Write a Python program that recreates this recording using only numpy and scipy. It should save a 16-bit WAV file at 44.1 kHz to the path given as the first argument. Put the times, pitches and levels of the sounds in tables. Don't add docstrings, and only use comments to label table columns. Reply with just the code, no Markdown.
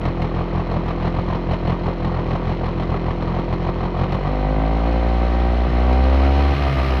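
import sys
import numpy as np
from scipy import signal
from scipy.fft import rfft, irfft, next_fast_len
from scipy.io import wavfile
from scipy.ndimage import uniform_filter1d

SR = 44100
rng = np.random.default_rng(int(sys.argv[2]) if len(sys.argv) > 2 else 0)


def store_pcm(level_fs):
    pcm = np.round(np.clip(level_fs, -1, 1) * 32767).astype(np.int16)
    wavfile.write(sys.argv[1], SR, np.atleast_2d(pcm).T)


N = 308682
TIME = np.arange(N) / SR

# t/s, speed/(rev/s)
SPEED = [(0.0, 41.7), (0.62, 42.1), (0.8, 41.5), (1.15, 43.0), (3.16, 42.1), (3.68, 43.4), (3.84, 42.1),
         (4.05, 44.0), (4.15, 47.1), (4.25, 48.96), (4.45, 51.42), (4.7, 55.0), (4.9, 57.28), (5.15, 59.21),
         (5.45, 59.92), (5.66, 60.23), (5.74, 60.03), (5.85, 62.19), (6.1, 65.82), (6.35, 69.56),
         (6.52, 70.47), (6.62, 68.29), (6.8, 66.55), (7.0, 63.44)]
# t/s of first firing, firings/1, strength/dB
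BURSTS = [(0.052, 2.0, 0.5), (0.218, 2.0, -0.5), (0.361, 3.0, -1.5), (0.548, 3.0, -1.4), (0.713, 3.0, -0.7),
          (0.879, 2.0, -1.0), (1.021, 3.0, -0.7), (1.162, 2.0, 0.0), (1.3, 3.0, -1.0), (1.509, 2.0, 1.0),
          (1.672, 3.0, 0.2), (1.856, 2.0, -0.5), (2.045, 2.0, -1.0), (2.139, 3.0, -2.4), (2.304, 3.0, 0.3),
          (2.468, 3.0, -1.5), (2.633, 3.0, -1.7), (2.797, 2.0, -0.4), (2.915, 3.0, -0.3), (3.08, 2.0, -1.2),
          (3.222, 1.0, -1.3), (3.27, 2.0, -4.5), (3.339, 3.0, -1.0), (3.526, 1.0, 0.4), (3.641, 3.0, -0.6),
          (3.804, 3.0, -0.4), (3.987, 3.0, 0.4), (4.121, 2.0, 0.6), (4.248, 2.0, 0.0)]
# f/Hz, density/(dB per Hz), relative
CLATTER_SPECTRUM = [(1100, -3.5), (1300, -1), (1600, -11), (1850, -4), (2500, -9.5), (3100, -10.5),
                    (3550, -15.5), (4200, -12.5), (4600, -22.5), (5500, -26), (6200, -31.5), (7000, -38.5),
                    (7600, -55)]
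# f/Hz, density/(dB per Hz), relative
HISS_SPECTRUM = [(6000, -10), (7500, 0), (8200, 2), (9000, -4), (9700, -3), (10000, 4), (10400, -5),
                 (11000, 3), (11500, -4), (12150, 6), (12900, -4), (15700, -8)]
# f/Hz, density/(dB per Hz), relative
CRACK_SPECTRUM = [(300, -18), (520, 5.5), (750, 10), (1150, -6), (1450, -24.5), (2000, -19), (3000, -27.5),
                  (4200, -21.5), (6000, -38)]

OPEN_AT_S, OPENING_S = 4.07, 0.38
EASE_AT_S, EASING_S, EASE_SHARE = 6.51, 0.069, 0.26
STUTTER_EDGE_S = .024
PULL_DB_PER_REV_S2, USUAL_GAIN_REV_S2 = 0.1566, 6.8
HEAT_LAG_S, HEAT_SHIFT, USUAL_HEAT = 0.13, 0.04, 0.97
THROB_DB, THROB_LOAD_DB = -27, 5.5
BOOM_DB, BOOM_HZ, BOOM_WIDTH_HZ = 7.5, 66.3, 14.6
CHAMBER_HZ, CHAMBER_DB, CHAMBER_STUTTER_DB = 139.5, -36.5, -18.5
LOADED_RAGGEDNESS = .42
IDLE_REV_S = 42.5
CLATTER_DB, CLATTER_RISE_DB = -39, 0.2385
HISS_DB, HISS_RISE_DB = -79, 0.5
APPROACH_AT_S, APPROACH_S = 6.51, 0.27
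APPROACH_DB, HISS_APPROACH_DB = 1.5, 5.5
SLAP_AT_S, SLAP_GROWTH_S, SLAP_ANGLE_TURNS, SLAP_DB = 5.7, 1.0, .2, -32
CUTOFF_HZ = 15700


def from_db(db):
    return 10 ** (np.asarray(db) / 20)


def rms_one(x):
    return x / np.sqrt(np.mean(x ** 2) + 1e-20)


def in_time(rows):
    s, *columns = np.transpose(rows)
    return [np.interp(TIME, s, c) for c in columns]


def ramp(start_s, length_s):
    return np.clip((TIME - start_s) / length_s, 0, 1)


def noise(spectrum):
    hz, db = np.transpose(spectrum)
    size = next_fast_len(N, real=True)
    log_hz = np.log(np.maximum(np.fft.rfftfreq(size, 1 / SR), 1))
    gain = from_db(np.interp(log_hz, np.log(hz), db, left=-200, right=-200))
    white = rng.standard_normal(size)
    return rms_one(irfft(rfft(white) * gain, size)[:N])


def clicks(at, sizes):
    return np.bincount(np.clip(at, 0, N - 1), sizes, N) + 1e-18


def ring(push, hz, width_hz):
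    r, w = np.exp(-np.pi * width_hz / SR), 2 * np.pi * hz / SR
    return signal.lfilter([0, np.sin(w)], [1, -2 * r * np.cos(w), r * r], push)


def fade(push, decay_s, rise_s=0.0017):
    r = np.exp(-1 / (rise_s * SR))
    swell = signal.lfilter([(1 - r) ** 2], [1, -2 * r, r * r], push)
    return signal.lfilter([1], [1, -np.exp(-1 / (decay_s * SR))], swell)


def scatter(count, spread_db):
    return from_db(spread_db * rng.standard_normal(size=512)[:count])


def crank(surge=.033, surge_s=.042, lag_s=.018):
    starts = np.array(BURSTS)[:, 0]
    coarse = TIME[::50]
    since = (coarse[:, None] - starts - lag_s) / surge_s
    kick = np.interp(TIME, coarse, (since * np.exp(-since ** 2 / 2)).sum(1))
    turns = np.cumsum(in_time(SPEED)[0] * (1 + surge * kick)) / SR
    ahead = np.unwrap(np.interp(starts, TIME, turns), period=1)
    return turns - np.interp(TIME, starts, ahead)


def passing(turns, angle, jitter_s):
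    revs = np.arange(np.ceil(turns[0]), np.floor(turns[-1]) + 1)
    jitter = jitter_s * rng.standard_normal(size=512)[:len(revs)]
    s = np.interp(revs + angle, turns, TIME) + jitter
    return np.clip(np.round(s * SR).astype(int), 0, N - 1)


def idle_burn(at, lead_in=0.6, trail=0.057):
    burn = np.zeros(len(at))
    for s, firings, db in BURSTS:
        k = np.arange(len(at)) - np.argmin(abs(at / SR - s))
        n = round(firings)
        full = (k >= 0) & (k < n)
        shape = full + lead_in * ((k == -1) + .5 * (k == -2)) + trail * (k == n)
        burn = np.maximum(burn, from_db(db) * shape)
    return burn


def stutter():
    # t/s, length/s, share of load lost/1
    dropouts = [(5.67, .05, .45), (6.535, .075, .65), (6.69, .08, .65), (6.83, .065, .38), (6.985, .05, .5)]
    lost_share = 0
    for s, length_s, lost in dropouts:
        start_s = s - STUTTER_EDGE_S / 2
        gate = ramp(start_s, STUTTER_EDGE_S) - ramp(start_s + length_s, STUTTER_EDGE_S)
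        lost_share = lost_share + lost * gate
    return lost_share


def gaining():
    slope = np.gradient(in_time(SPEED)[0]) * SR
    return np.maximum(uniform_filter1d(slope, size=SR // 8), 0)


def engine_load():
    eased = 1 - EASE_SHARE * ramp(EASE_AT_S, EASING_S)
    return np.clip(ramp(OPEN_AT_S, OPENING_S) * eased * (1 - stutter()), 0, 1)


def gas_tuning(at, burn, load):
    r = np.exp(-1 / (HEAT_LAG_S * SR))
    burning = np.interp(np.arange(N), at, np.maximum(burn, load))
    heat = signal.lfilter([1 - r], [1, -r], burning)
    return 1 + HEAT_SHIFT * (heat - USUAL_HEAT)


def pipe(modes, at, burn, spread_db, tuning=1, boom_power=0.73, mixture_db=0.92):
    opened, eased = ramp(OPEN_AT_S, OPENING_S)[at], ramp(EASE_AT_S, EASING_S)[at]
    coast, firing = np.clip(1 - burn, 0, 1), 1 - stutter()[at]
    pull = from_db(PULL_DB_PER_REV_S2 * (gaining()[at] - USUAL_GAIN_REV_S2))
    mixture = from_db(mixture_db * noise([(3, 0.0078), (16, 0.019)])[at])
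    clock = np.cumsum(tuning * np.ones(N))
    pulse_at, size_out = clock[at].astype(int), int(clock[-1]) + 1
    out = 0
    for k, (hz, width_hz, coast_db, burst_db, load_db, eased_db) in enumerate(modes):
        fired = burn ** (boom_power if hz < 180 else 1)
        idling = coast * from_db(coast_db) + fired * from_db(burst_db)
        running = (1 - eased) * from_db(load_db) + eased * from_db(eased_db)
        running = running * (firing if hz > 450 else 1)
        stroke = (1 - opened) * idling + opened * pull * running
        size = stroke * mixture * scatter(len(at), spread_db)
        push = np.bincount(pulse_at, size, size_out) + 1e-18
        out = out + (-1) ** k * ring(push, hz, width_hz)
    return np.interp(clock, np.arange(len(out)), out)


def throb_level(speed, load):
    in_tune = 1 / (1 + (2 * (speed - BOOM_HZ) / BOOM_WIDTH_HZ) ** 2)
    return THROB_DB + load * (THROB_LOAD_DB + BOOM_DB * in_tune)


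def tailpipe(turns):
    speed, load = in_time(SPEED)[0], engine_load()
    delay_turns = np.interp(speed, [45, 52, 64, 70], [.02, .14, .22, .32])
    throb = from_db(throb_level(speed, load)) * np.sin(2 * np.pi * (turns - delay_turns))
    chamber = rms_one(ring(rng.standard_normal(N), CHAMBER_HZ, 22))
    murmur = from_db(CHAMBER_DB) * load * chamber
    boom = from_db(CHAMBER_STUTTER_DB) * stutter() * np.sin(2 * np.pi * CHAMBER_HZ * TIME)
    return np.sqrt(2) * (throb + boom) + murmur


def carburettor(inlet_at):
    # f/Hz, width/Hz, level/dB
    throat_modes = [(685, 25, -29), (1190, 45, -28)]
    closed = ramp(EASE_AT_S, EASING_S)[inlet_at]
    out = 0
    for hz, width_hz, db in throat_modes:
        size = closed * from_db(db) * scatter(len(inlet_at), 3)
        out = out + ring(clicks(inlet_at, size), hz, width_hz)
    return out


def gas_rush(at, burn, load, puff_db=-24.5, steady_db=-43, coast_share=0.32):
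    # f/Hz, density/(dB per Hz), relative
    gas_spectrum = [(40, -15.5), (90, -3.5), (250, -13), (400, -8.5), (700, -14), (1150, -13), (1450, -27),
                    (2500, -35.5)]
    raggedness = (coast_share + burn) * (1 - load) + LOADED_RAGGEDNESS * load
    blows = clicks(at, raggedness * scatter(len(at), .8))
    crack = from_db(-26) * fade(blows, decay_s=.0022, rise_s=.0004) * noise(CRACK_SPECTRUM)
    puffs = fade(blows, decay_s=.014)
    return crack + noise(gas_spectrum) * (from_db(puff_db) * puffs + from_db(steady_db))


def mechanical_levels():
    extra_speed = in_time(SPEED)[0] - IDLE_REV_S
    closer = ramp(APPROACH_AT_S, APPROACH_S)
    return (CLATTER_DB + CLATTER_RISE_DB * extra_speed + APPROACH_DB * closer,
            HISS_DB + HISS_RISE_DB * extra_speed + HISS_APPROACH_DB * closer)


def fins(hits):
    # f/Hz, width/Hz, relative level/dB
    fin_modes = [(1550, 50, -6), (1850, 80, -1), (2080, 65, 0), (2500, 90, -1), (3005, 55, -5),
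                 (3260, 55, -10), (3915, 65, -13), (4215, 70, -8), (5360, 40, -20)]
    return sum((-1) ** k * from_db(db) * ring(hits, hz, width_hz)
               for k, (hz, width_hz, db) in enumerate(fin_modes))


def clatter(turns, burn, ring_db=-9.5, rasp_db=-2.5):
    # angle/turns, relative level/dB when coasting, in an idle burst, under load
    contacts = [(0.07, -1.5, 12.5, 3), (0.202, 7, 10, 5.5), (0.43, 10.5, 13.5, 8.5), (0.78, 8, 8.5, 6.5)]
    clatter_db, hiss_db = mechanical_levels()
    opened, hits = ramp(OPEN_AT_S, OPENING_S), 0
    for angle, coast_db, burst_db, load_db in contacts:
        at = passing(turns, angle, jitter_s=.00002)
        idle_db = coast_db + burn * (burst_db - coast_db)
        db = (1 - opened[at]) * idle_db + opened[at] * load_db
        hits = hits + clicks(at, from_db(db) * scatter(len(at), 1.7))
    rattle = rms_one(fade(hits, decay_s=.007, rise_s=.0002))
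    sizzle = rms_one(fade(hits ** 2, decay_s=.004, rise_s=.0002))
    ringing = from_db(ring_db) * rms_one(fins(hits))
    rasp = from_db(rasp_db) * rattle * noise(CLATTER_SPECTRUM)
    hiss = from_db(hiss_db) * (.6 + .5 * sizzle) * noise(HISS_SPECTRUM)
    return from_db(clatter_db) * (ringing + rasp) + hiss


def piston_slap(turns):
    # f/Hz, density/(dB per Hz), relative
    slap_spectrum = [(1400, -7), (2500, 7.5), (3000, 2), (3600, -22), (5000, -3), (6000, -15.5),
                     (7300, -35.5)]
    at = passing(turns, SLAP_ANGLE_TURNS, jitter_s=.0002)
    growth = ramp(SLAP_AT_S, SLAP_GROWTH_S)[at]
    hits = clicks(at, growth * scatter(len(at), 1.5))
    return from_db(SLAP_DB) * fade(hits, decay_s=.0035, rise_s=.00015) * noise(slap_spectrum)


def knocks(level_db=5.5, bright_db=-31, thud_db=-3, ring_db=-5):
    # t/s, strength/dB before level_db
    knock_times = [(0.053, -36), (0.219, -35.5), (0.713, -41), (0.879, -39), (1.069, -45), (1.532, -40),
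                   (1.672, -40), (1.695, -41), (2.046, -39), (2.351, -45), (2.492, -50), (2.657, -42),
                   (2.798, -40), (2.962, -47), (3.222, -41), (3.526, -40), (4.121, -36), (4.142, -39.5),
                   (5.928, -35)]
    s, db = np.transpose(knock_times)
    hits = clicks(np.round(s * SR).astype(int), from_db(db + level_db))
    envelope = fade(hits, decay_s=.008, rise_s=.0003)
    bright = from_db(bright_db) * noise(HISS_SPECTRUM)
    thud = from_db(thud_db) * noise(CRACK_SPECTRUM)
    return from_db(ring_db) * fins(hits) + envelope * (noise(CLATTER_SPECTRUM) + bright + thud)


def scene(inlet_angle=0.3802, muffler_hz=4500):
    # f/Hz (at unit tuning), width/Hz, then
    # level/dB when coasting, in an idle burst, under load, with the throttle eased
    exhaust_modes = [(83.5, 77, -40.5, -11, -52.5, -38), (157.7, 29.6, -39, -16, -20, -20),
                     (221, 64.6, -32, -30, -17.5, -19.5), (268.7, 43.6, -21, -33, -17.5, -21),
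                     (356.3, 22.4, -54, -32, -27, -26.5), (390, 49, -35.5, -34, -26, -24.5),
                     (518.3, 21.5, -29, -33.5, -25.5, -29.5), (580, 99, -25, -35.5, -17, -19),
                     (670, 107, -23, -20, -16, -17), (767, 33.5, -36, -26.5, -22, -21.5),
                     (970, 80, -22, -36.5, -21.5, -24.5), (987, 110, -25.5, -24, -25.5, -38),
                     (1134, 91, -38.5, -40, -30, -32), (1557, 37, -45, -48, -38, -38),
                     (1830, 170, -48, -41.5, -40, -27), (2068, 150, -40, -43.5, -32.5, -43),
                     (2500, 140, -40.5, -44, -39.5, -35)]
    intake_modes = [(175, 34.4, -19.5, -14.5, -41, -52), (356.3, 29.3, -23.5, -37, -44, -39)]
    turns = crank()
    at = passing(turns, 0, jitter_s=.00004)
    burn, load = idle_burn(at), engine_load()[at]
    exhaust = pipe(exhaust_modes, at, burn, spread_db=1.1, tuning=gas_tuning(at, burn, load))
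    inlet_at = passing(turns, inlet_angle, jitter_s=.00006)
    intake = pipe(intake_modes, inlet_at, burn, spread_db=1.0) + carburettor(inlet_at)
    rounding = signal.butter(2, muffler_hz, fs=SR, output="sos")
    gas = signal.sosfilt(rounding, exhaust - intake + gas_rush(at, burn, load))
    return (gas + tailpipe(turns) + clatter(turns, burn) + piston_slap(turns) + knocks())[None]


def record(dry, low_hz=28):
    thin = signal.sosfilt(signal.butter(2, low_hz, "high", fs=SR, output="sos"), dry)
    return signal.sosfilt(signal.ellip(10, .1, 80, CUTOFF_HZ, fs=SR, output="sos"), thin)


dry = scene()
out = record(dry)
store_pcm(out)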